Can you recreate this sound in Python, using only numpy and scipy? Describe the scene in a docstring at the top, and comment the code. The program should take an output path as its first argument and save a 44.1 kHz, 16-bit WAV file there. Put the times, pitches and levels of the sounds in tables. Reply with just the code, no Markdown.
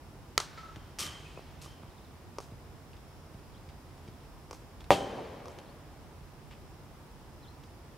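"""Over a low town rumble and hiss, a bat cracks and far fronts return its ring; then the ball splashes into wire mesh.
The next pitch skips on the dirt and booms on the plank backstop; shoes scuff and small birds whistle.
Softball batting practice on a dirt field, heard from some metres away by a stereo microphone.
Blows are short pulses with damped modes, mesh and far scatter are decaying noise bands, grit is grainy noise,
birds are gliding tones; the town is coloured noise, and a faint motor whine wavers over it."""
import sys
import numpy as np
from scipy import signal
from scipy.fft import rfft, irfft, next_fast_len
from scipy.io import wavfile
from scipy.ndimage import uniform_filter1d

SR = 44100
rng = np.random.default_rng(int(sys.argv[2]) if len(sys.argv) > 2 else 0)


def generate_wav(signal):
    """Clip the signal to [-1, 1] and save it as 16-bit WAV at the path in sys.argv[1]."""
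    frames = np.transpose(np.atleast_2d(signal))
    scaled = np.clip(frames, -1, 1) * 32767
    pcm = np.round(scaled).astype(np.int16)
    wavfile.write(sys.argv[1], SR, pcm)


N = 351477


def undb(db):
    """Decibels to gain."""
    return 10 ** (np.asarray(db) / 20)


def times(length_s):
    """Sample times over a length in seconds."""
    return np.arange(int(length_s * SR)) / SR


def read(table, hz, column=1):
    """One column of a table at given frequencies, joined on a log frequency axis."""
    table = np.array(table)
    return np.interp(np.log(np.maximum(hz, 1)), np.log(table[:, 0]), table[:, column])


def unit(x):
    """Scale to rms 1."""
    return x / np.sqrt(np.mean(x ** 2))


def add(out, start_s, x):
    """Mix a mono or stereo sound in at a start time."""
    i = max(int(start_s * SR), 0)
    out[:, i:i + x.shape[-1]] += x[..., :N - i]


def lowpass(x, hz):
    """Second-order low-pass."""
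    return signal.sosfilt(signal.butter(2, min(hz, .45 * SR), fs=SR, output="sos"), x)


def resonate(x, hz, width_hz):
    """One resonance, gain 1 at its centre."""
    return signal.lfilter(*signal.iirpeak(hz, hz / width_hz, fs=SR), x)


def walk(rate_hz, length=N):
    """Slow random wander, rms 1: random steps at a given rate, smoothed twice."""
    step = int(SR / rate_hz)
    steps = np.repeat(rng.standard_normal(length // step + 1), step)[:length]
    return unit(uniform_filter1d(uniform_filter1d(steps, step), step))


# Stereo spread of sound scattered around the field. Each row: frequency in Hz, side against mid in dB.
SCATTER_WIDTH = [(60, -32), (200, -24), (400, -12.5), (1300, -6.5), (15000, -23)]


def diffuse(size, width=SCATTER_WIDTH):
    """Frequencies and stereo spectrum of white noise arriving from all around."""
    hz = np.arange(size // 2 + 1) * SR / size
    mid, side = rfft(rng.standard_normal((2, size)))
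    side = side * undb(read(width, hz))
    return hz, np.array([mid + side, mid - side])


def noise(colour, size):
    """Diffuse noise of a given colour, rms 1."""
    fast_size = next_fast_len(size)
    hz, spectrum = diffuse(fast_size)
    return unit(irfft(spectrum * undb(read(colour, hz)), fast_size)[:, :size])


def pulse(colour, size=2048):
    """Minimum-phase pulse of a given spectral shape, its energy as early as possible, peak 1."""
    hz = np.arange(size // 2 + 1) * SR / size
    cepstrum = irfft(np.log(undb(read(colour, hz))))
    # folding the cepstrum onto positive time makes the pulse causal
    cepstrum[1:size // 2] *= 2
    cepstrum[size // 2 + 1:] = 0
    x = irfft(np.exp(rfft(cepstrum)))
    return x / np.abs(x).max()


def fade(t, t60_s):
    """Exponential decay by 60 dB in t60."""
    return np.exp(-np.log(1000) * t / t60_s)


def ring(modes, t):
    """Damped modes set off together by one blow."""
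    return sum(undb(db) * fade(t, t60_s) * np.sin(2 * np.pi * hz * t) for hz, db, t60_s in modes)


def blow(contact_colour, contact_db, modes, swing_hz):
    """A contact pulse and the modes it rings; the surface dips before it swings out (an all-pass)."""
    x = ring(modes, times(0.6))
    contact = pulse(contact_colour)
    x[:len(contact)] += undb(contact_db) * contact
    g = np.tan(np.pi * min(swing_hz, SR / 4) / SR)
    a = (g - 1) / (g + 1)
    return signal.lfilter([a, 1], [1, a], x)


def wash(bands, rise_s, hold_s=0, size=65536):
    """Dense scatter: swells, holds, then every half octave dies at its own rate."""
    t = np.arange(size) / SR
    hz, spectrum = diffuse(size)
    out = 0
    for centre_hz in 62.5 * 2 ** np.arange(0, 8.5, .5):
        offset = np.clip(2 * np.log2(np.maximum(hz, 1) / centre_hz), -1, 1)
        band = irfft(spectrum * np.cos(np.pi / 2 * offset) ** 2)
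        # the same table level means the same strength per octave
        band = band * np.sqrt(SR / 2 / centre_hz / np.log(2))
        decay = fade(np.maximum(t - hold_s, 0), read(bands, centre_hz, column=2))
        out = out + band * undb(read(bands, centre_hz)) * decay
    return out * (1 - np.exp(-t / rise_s))


def echoes(x, returns):
    """Reflections from rough surfaces, each smeared into a decaying cluster of random grain."""
    t = times(1)
    response = np.zeros((2, len(t)))
    grain = irfft(diffuse(len(t))[1], len(t))
    for delay_s, db, smear_s in returns:
        age = np.maximum(t - delay_s, 0) / smear_s
        cluster = grain * (t >= delay_s) * np.exp(-2 * age)
        response += undb(db) * cluster / np.sqrt(np.sum(cluster ** 2) / 2)
    return signal.fftconvolve(x[None], response, axes=1)


# Colour of the town rumble and hiss. Each row: frequency in Hz, relative density in dB per Hz.
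TOWN_COLOUR = [(15, -48), (25, -10.5), (44, 0.5), (86, -2), (113, -5.5), (148, -1), (173, -9), (349, -10.5),
               (509, -15.5), (919, -16), (1620, -25), (4260, -34), (5280, -34), (6550, -37.5),
               (15500, -41.5)]
# Stereo spread of the background. Each row: frequency in Hz, side against mid in dB.
TOWN_WIDTH = [(60, -34), (100, -33), (135, 0), (200, -15), (330, -13.5), (700, -7.5), (1300, -5.5),
              (4400, -0.5), (10000, 0.5)]
# The rumble leans right. Each row: frequency in Hz, left minus right in dB.
TOWN_LEAN = [(60, -0.5), (110, -2.5), (180, -3), (380, -0.5), (700, -1.5), (2400, -0.5)]
# Faint motor hum and whine. Each row: frequency in Hz, rms level in dB before wavering.
WHINE = [(86, -61.5), (4797, -83), (5093, -86), (5394, -80.5), (5696, -89), (10492, -88), (10788, -86.5)]
TOWN_DB = -50.5


def town(swell_db=0.03, waver_db=2):
    """Rumble that swells gently under a smooth hiss; a faint motor whine wavers in level and phase."""
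    size = next_fast_len(N)
    hz, spectrum = diffuse(size, TOWN_WIDTH)
    lean_db = read(TOWN_LEAN, hz) * np.array([[.5], [-.5]])
    colour = undb(read(TOWN_COLOUR, hz) + lean_db)
    air = unit(irfft(spectrum * colour, size)[:, :N]) * undb(TOWN_DB)
    rumble = signal.sosfilt(signal.butter(1, 900, fs=SR, output="sos"), air)
    t = np.arange(N) / SR
    whine = np.zeros(N)
    for tone_hz, db in WHINE:
        level = undb(db + waver_db * walk(5)) * np.sqrt(2)
        whine += level * np.sin(2 * np.pi * tone_hz * t + walk(14))
    return air + rumble * (undb(swell_db * walk(3.85)) - 1) + whine


def whistle(hz):
    """A pure tone on a pitch course, with soft ends."""
    return np.sin(2 * np.pi * np.cumsum(hz) / SR) * signal.windows.tukey(len(hz), .5)


# Held whistles that dip and recover. Each row: time of the dip in seconds, held pitch in Hz, level at the dip in dB.
BIRD_CALLS = [(2.003, 4000, -70), (3.557, 4200, -65.5), (5.681, 4540, -65.5), (7.463, 4140, -60.5)]
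# Falling slurs of the same bird. Each row: start in seconds, starting pitch in Hz, level in dB.
BIRD_SLURS = [(1.89, 4750, -67), (2.022, 5130, -67)]
DIP_SHARE, DIP_FALL_S, DIP_RISE_S = .27, .018, .012  # share of the held pitch; widths either side
CALL_SWELL_DB_PER_S = 90  # each call grows louder towards its end
CALL_LEAD_S, CALL_LENGTH_S = .047, 0.085  # start before the dip; whole call
SLUR_HZ_PER_S, SLUR_LENGTH_S = 42000, .048


def birds(flutter_db=4, leaves_db=-8, leaves_s=0.033):
    """Thin whistles that dip and rise again or just fall, fluttering and blurred through the leaves."""
    out = np.zeros((2, N))
    t = times(CALL_LENGTH_S) - CALL_LEAD_S
    dip = 1 - DIP_SHARE * np.exp(-(t / np.where(t < 0, DIP_FALL_S, DIP_RISE_S)) ** 2)
    for dip_s, held_hz, db in BIRD_CALLS:
        add(out, dip_s - CALL_LEAD_S, undb(db + CALL_SWELL_DB_PER_S * t) * whistle(held_hz * dip))
    for start_s, start_hz, db in BIRD_SLURS:
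        add(out, start_s, undb(db) * whistle(start_hz - SLUR_HZ_PER_S * times(SLUR_LENGTH_S)))
    out *= undb(flutter_db * walk(150))
    return out + echoes(out[0], [(0.012, leaves_db, leaves_s)])[:, :N]


# Colour of scraped grit. Each row: multiple of the brightest frequency, relative level in dB.
GRIT_COLOUR = [(.1, -1), (.4, -4), (1, 0.5), (1.8, -9.5), (4, -28)]


def scrape(length_s, bright_hz, grain_db=4):
    """A grainy burst of grit that rises quickly and dies by a factor e in its length."""
    t = times(.5)
    grains = unit(undb(grain_db * walk(1400, len(t))))
    grit = noise(np.array(GRIT_COLOUR) * [bright_hz, 1], len(t)) * grains
    return grit * np.exp(-t / length_s) * (1 - np.exp(-10 * t / length_s))


SHUFFLE_FROM_S, SHUFFLE_TO_S, SHUFFLE_PER_S = 3.84, 4.26, 14
SHUFFLE_DB, SHUFFLE_SPREAD_DB = -62.5, 3
SHUFFLE_LENGTH_S, SHUFFLE_HZ = .04, 3400


def shuffle():
    """Faint scrapes at random moments while the batter settles into the stance."""
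    out = np.zeros((2, N))
    for slot_s in np.arange(SHUFFLE_FROM_S, SHUFFLE_TO_S, 1 / SHUFFLE_PER_S):
        late_s = rng.random() / SHUFFLE_PER_S
        db = SHUFFLE_DB + SHUFFLE_SPREAD_DB * rng.standard_normal()
        add(out, slot_s + late_s, undb(db) * scrape(SHUFFLE_LENGTH_S, SHUFFLE_HZ))
    return out


# Shoes and ball scrape loose grit. Each row: start in seconds, level in dB, length in seconds.
SCUFFS = [(2.929, -55, .013), (2.964, -53.5, 0.012), (3.688, -50.5, 0.013), (4.805, -49.5, 0.011),
          (4.842, -49.5, .006), (5.586, -47, 0.0096), (6.508, -49.5, 0.024), (7.635, -50.5, 0.0051)]
# A longer scrape is duller: brightest Hz at a given length, and the power by which it falls
SCUFF_HZ, SCUFF_LENGTH_S, SCUFF_DULLING = 3280, 0.0095, .25
# Knocks on the dirt, some followed by a strong return from the wall in a row of its own.
# Each row: start in seconds, level in dB, grit against body in dB.
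KNOCKS = [(1.3749, -29.5, -24), (1.393, -35, -24), (1.66, -38, -16), (1.834, -42, -16), (2.3853, -25, -0.5),
          (4.511, -32, 3), (4.531, -34, 0.5), (5.457, -36, -1), (5.483, -40, 4.5)]
# Body of a knock. Each row: frequency in Hz, relative level in dB.
KNOCK_BODY = [(100, -22), (400, 2), (700, -2.5), (1200, 0.5), (1800, -17), (4000, -34.5), (14000, -42)]
# Grit of a knock. Each row: frequency in Hz, relative level in dB.
KNOCK_GRIT = [(500, -2), (2200, 6), (3800, -4), (5500, 8.5), (8000, -8), (12000, -8.5), (15000, -28)]
# A grittier knock is brighter: top at 0 dB of grit, and grit per octave of top
KNOCK_TOP_HZ, GRIT_DB_PER_OCTAVE = 11200, 6
SLAP_S, SLAP_DB = 0.018, -9.5  # the planks slap each row back
# Thrown sand falls back, in proportion to the knock's grit
SAND_DELAY_S, SAND_DB, SAND_LENGTH_S, SAND_HZ = .015, -28, 0.042, 6000
# Footfalls. Each row: start in seconds, heel thud in dB, sole crunch in dB.
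STEPS = [(.759, -37, -48), (1.826, -39, -60), (2.513, -38.5, -58), (3.337, -40.5, -55), (4.077, -37, -52)]
# Heel thud. Each row: frequency in Hz, relative level in dB.
STEP_BODY = [(40, -26.5), (110, 9), (170, -1), (330, -7.5), (900, -26), (4000, -60)]
HEEL_LAG_S, CRUNCH_LENGTH_S, CRUNCH_HZ = 0.0088, 0.0078, 3500  # the sole crunches before the heel


def ground(spray_db=-5, spray_s=0.0088):
    """Knocks with a slap back from the planks and a fall of sand, footfalls, and grainy scuffs."""
    out = np.zeros((2, N))
    for start_s, db, length_s in SCUFFS:
        bright_hz = SCUFF_HZ * (SCUFF_LENGTH_S / length_s) ** SCUFF_DULLING
        add(out, start_s, undb(db) * scrape(length_s, bright_hz))
    for start_s, db, grit_db in KNOCKS:
        top_hz = KNOCK_TOP_HZ * 2 ** (grit_db / GRIT_DB_PER_OCTAVE)
        contact = pulse(KNOCK_BODY) + undb(grit_db) * pulse(KNOCK_GRIT)
        knock = undb(db) * lowpass(contact, top_hz)
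        add(out, start_s, knock)
        add(out, start_s + SLAP_S, undb(SLAP_DB) * knock)
        # kicked-up dirt trails it
        add(out, start_s, echoes(knock, [(0.00076, spray_db, spray_s)]))
        sand = undb(db + grit_db + SAND_DB) * scrape(SAND_LENGTH_S, SAND_HZ)
        add(out, start_s + SAND_DELAY_S, sand)
    for start_s, thud_db, crunch_db in STEPS:
        add(out, start_s, undb(crunch_db) * scrape(CRUNCH_LENGTH_S, CRUNCH_HZ))
        add(out, start_s + HEEL_LAG_S, undb(thud_db) * pulse(STEP_BODY))
    return out


WIRE_WIDTH_HZ, WIRE_RISE_S = 190, 0.0086  # spread of pitch among the wires; time to swell


def sing(wire_hz, t60_s):
    """Many wires of nearly one pitch swell and die together: narrow-band noise."""
    t = times(0.98)
    hz, spectrum = diffuse(len(t))
    resonance = 1 / (1 + (2 * (hz - wire_hz) / WIRE_WIDTH_HZ) ** 2)
    wires = unit(irfft(spectrum * resonance, len(t)))
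    return wires * fade(t, t60_s) * (1 - np.exp(-t / WIRE_RISE_S))


# Shakes of the wire mesh. Each row: start in seconds, level in dB, rise in seconds.
MESH_SHAKES = [(0.9875, -5, 0.0016), (1.612, -21, 0.003)]
# Its clashing wires. Each row: frequency in Hz, level in dB per octave, t60 in seconds.
MESH_WASH = [(151, -49.5, 0.55), (600, -50.5, 0.76), (1330, -48.5, 0.79), (3020, -37.5, 0.38),
             (5540, -34.5, 0.38), (9100, -36.5, 0.24), (12100, -40.5, 0.3), (15500, -56, .2)]
# Resonances of the mesh. Each row: frequency in Hz, width in Hz, lift in dB.
MESH_PEAKS = [(1166, 99, 10.5), (1840, 76, 2), (3060, 160, 2), (3810, 82, 0), (5300, 200, 3.5),
              (8960, 75, 7)]
# The splash lingers in the open air. Each row: frequency in Hz, level in dB per octave, t60 in seconds.
MESH_AIR = [(300, -56, 1.7), (1200, -60.5, 2.3), (2800, -55.5, 3.2), (5500, -57.5, 2.1), (9000, -55, 1.1),
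            (15000, -70, .6)]
# Jolts that set the fence wires singing. Each row: start in seconds, level in dB.
WIRE_JOLTS = [(.762, -64), (.992, -44), (1.659, -61.5), (4.926, -46)]
WIRE_HZ, WIRE_T60_S = 3115, 0.83
# A loose wire taps its post as the fence swings back. Each row: start in seconds, level in dB.
TAPS = [(1.245, -49), (1.357, -53)]
TAP_HZ, TAP_T60_S = 2540, 0.18
# The fence frame on top of the backstop rings with the boom, at BOARD_S
FRAME_HZ, FRAME_DB, FRAME_T60_S = 3200, -34, 0.21
BOARD_S = 4.9058


def mesh(tick_db=-21, clash_db=2):
    """A tick as the ball lands, a spreading clash of wires, its tail in the open air, and singing wires."""
    out = np.zeros((2, N))
    for start_s, db, rise_s in MESH_SHAKES:
        add(out, start_s, undb(db) * wash(MESH_WASH, rise_s, hold_s=0.029))
    out *= undb(clash_db * walk(700))
    out = out + sum((undb(db) - 1) * resonate(out, hz, width_hz) for hz, width_hz, db in MESH_PEAKS)
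    landing_s = MESH_SHAKES[0][0]
    add(out, landing_s, wash(MESH_AIR, rise_s=0.036))
    add(out, landing_s, undb(tick_db) * pulse(KNOCK_GRIT))
    for start_s, db in WIRE_JOLTS:
        add(out, start_s, undb(db) * sing(WIRE_HZ, WIRE_T60_S))
    for start_s, db in TAPS:
        add(out, start_s, undb(db) * sing(TAP_HZ, TAP_T60_S))
    add(out, BOARD_S, undb(FRAME_DB) * sing(FRAME_HZ, FRAME_T60_S))
    return out


# Thump of ball on planks. Each row: frequency in Hz, relative level in dB.
BOARD_THUMP = [(25, -37), (70, -19), (150, -17), (450, -3), (750, 5), (1050, -2), (1450, -17.5), (1900, -7),
               (2600, -24), (5000, -32), (14000, -45)]
# Plank modes. Each row: frequency in Hz, level in dB, t60 in seconds.
BOARD_MODES = [(84.6, -45, .35), (131.6, -35, 0.23), (177.2, -31, 0.25), (286, -26.5, 0.21),
               (378, -23, 0.21), (467, -30, 0.28), (579, -9, 0.071), (641, -30, 0.12), (785, -29.5, 0.47),
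               (968, -24, 0.11), (1203, -30, 0.14)]
# Far fronts return the boom. Each row: delay in seconds, level in dB.
BOARD_FAR = [(.101, -17.5), (0.275, -21), (.42, -30.5), (.556, -26.5), (.661, -33.5)]
# Loose planks and the mesh above them rattle. Each row: frequency in Hz, level in dB per octave, t60 in seconds.
BOARD_WASH = [(70, -41, 0.47), (248, -40, 0.16), (705, -23, 0.21), (1500, -38.5, 0.2), (2920, -30.5, 0.21),
              (6000, -40.5, 0.35), (10200, -39.5, 0.22), (15000, -58, .15)]
# Then the field rings on. Each row: frequency in Hz, level in dB per octave, t60 in seconds.
BOARD_AIR = [(70, -53, 2.8), (250, -43.5, 2), (560, -35, 2.08), (1240, -47, 2.25), (3000, -52, 2.7),
             (6000, -53, 1.24), (14000, -66, 0.91)]
BOARD_DB, BOARD_SMEAR_S = 0, .05  # thump against modes; smear of each far return


def backstop(baffle_hz=70, left_db=1):
    """The ball booms on the planks; they rattle, and the boom rolls back from far fronts."""
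    out = np.zeros((2, N))
    boom = blow(BOARD_THUMP, BOARD_DB, BOARD_MODES, swing_hz=696)
    add(out, BOARD_S, boom)
    far_returns = [(delay_s, db, BOARD_SMEAR_S) for delay_s, db in BOARD_FAR]
    add(out, BOARD_S, echoes(lowpass(boom, hz=670), far_returns))
    add(out, BOARD_S, wash(BOARD_WASH, rise_s=0.00066, hold_s=0.011))
    add(out, BOARD_S, wash(BOARD_AIR, rise_s=0.038))
    out *= undb(left_db * np.array([[.5], [-.5]]))
    # the deepest bass cancels around the edge of the wall
    return signal.sosfilt(signal.butter(3, baffle_hz, "high", fs=SR, output="sos"), out)


FRONT_FIRST_S, FRONT_STEP_S, FRONT_SMEAR_S = .196, .054, 0.076
FRONT_DB, FRONT_FALL_DB = -18, 1.8  # first return; loss from one to the next


def fronts(count):
    """A row of far fronts, each later and weaker: delay in seconds, level in dB, smear in seconds."""
    return [(FRONT_FIRST_S + k * FRONT_STEP_S, FRONT_DB - k * FRONT_FALL_DB, FRONT_SMEAR_S)
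            for k in range(count)]


# Click of bat on ball. Each row: frequency in Hz, relative level in dB.
BAT_CLICK = [(150, -23), (400, 10.5), (1000, 1), (2800, 6.5), (4700, 8.5), (7000, 3), (10000, -8),
             (11800, -15), (15000, -52)]
# Bat and ball modes. Each row: frequency in Hz, level in dB, t60 in seconds.
BAT_MODES = [(448, -27, 0.027), (1040, -63, .025), (1318, -17.5, 0.024), (2020, -24, 0.014),
             (2270, -15, 0.008), (3120, -39, 0.027), (4700, -29, 0.013), (6920, -23, .01)]
# Ground, kerb and planks return the crack. Each row: delay in seconds, level in dB, smear in seconds.
BAT_ECHOES = [(.0012, -13, .001), (.004, -23, .002), (0.01, -25.5, .004), (.023, -15.5, .006)]
# Scattered sound after the crack. Each row: frequency in Hz, level in dB per octave, t60 in seconds.
BAT_WASH = [(150, -70, .2), (400, -57, 0.2), (1180, -37.5, 0.14), (2300, -44, 0.13), (5000, -40, 0.22),
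            (9000, -46, 0.17), (15000, -58, .12)]
# Its longer tail. Each row: frequency in Hz, level in dB per octave, t60 in seconds.
BAT_AIR = [(300, -75, 1), (1180, -53.5, 2.6), (2500, -59, 2.6), (5000, -57.5, 2.1), (9000, -65, 1),
           (15000, -80, .5)]
BAT_S, BAT_DB = .3785, 0  # start; click against modes


def bat(far_hz=1325, far_width_hz=60, far_ring_db=4.5, far_click_db=-7.0):
    """The crack, its near reflections, and far echoes that carry mostly the barrel's ring."""
    out = np.zeros((2, N))
    crack = blow(BAT_CLICK, BAT_DB, BAT_MODES, swing_hz=3520)
    barrel = resonate(crack, far_hz, far_width_hz)
    add(out, BAT_S, crack)
    add(out, BAT_S, echoes(crack, BAT_ECHOES))
    add(out, BAT_S, echoes(undb(far_ring_db) * barrel, fronts(count=3)))
    # only the nearest front is hard enough to return the click as well
    add(out, BAT_S, echoes(undb(far_click_db) * lowpass(crack, hz=4000), fronts(count=1)))
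    add(out, BAT_S, wash(BAT_WASH, rise_s=0.038, hold_s=0.032))
    add(out, BAT_S, wash(BAT_AIR, rise_s=.04))
    return out


def scene():
    """Everything on the field, from the background to the bat."""
    return town() + birds() + shuffle() + ground() + mesh() + backstop() + bat()


def record(dry, ceiling=0.78, low_cut_hz=28, top_hz=15600):
    """The recorder sheds the deepest bass, rounds the highest peaks and cuts the top."""
    thin = signal.sosfilt(signal.butter(2, low_cut_hz, "high", fs=SR, output="sos"), dry)
    rounded = ceiling * np.tanh(thin / ceiling)
    return signal.sosfilt(signal.ellip(8, .2, 80, top_hz, fs=SR, output="sos"), rounded)


dry = scene()
out = record(dry)
generate_wav(out)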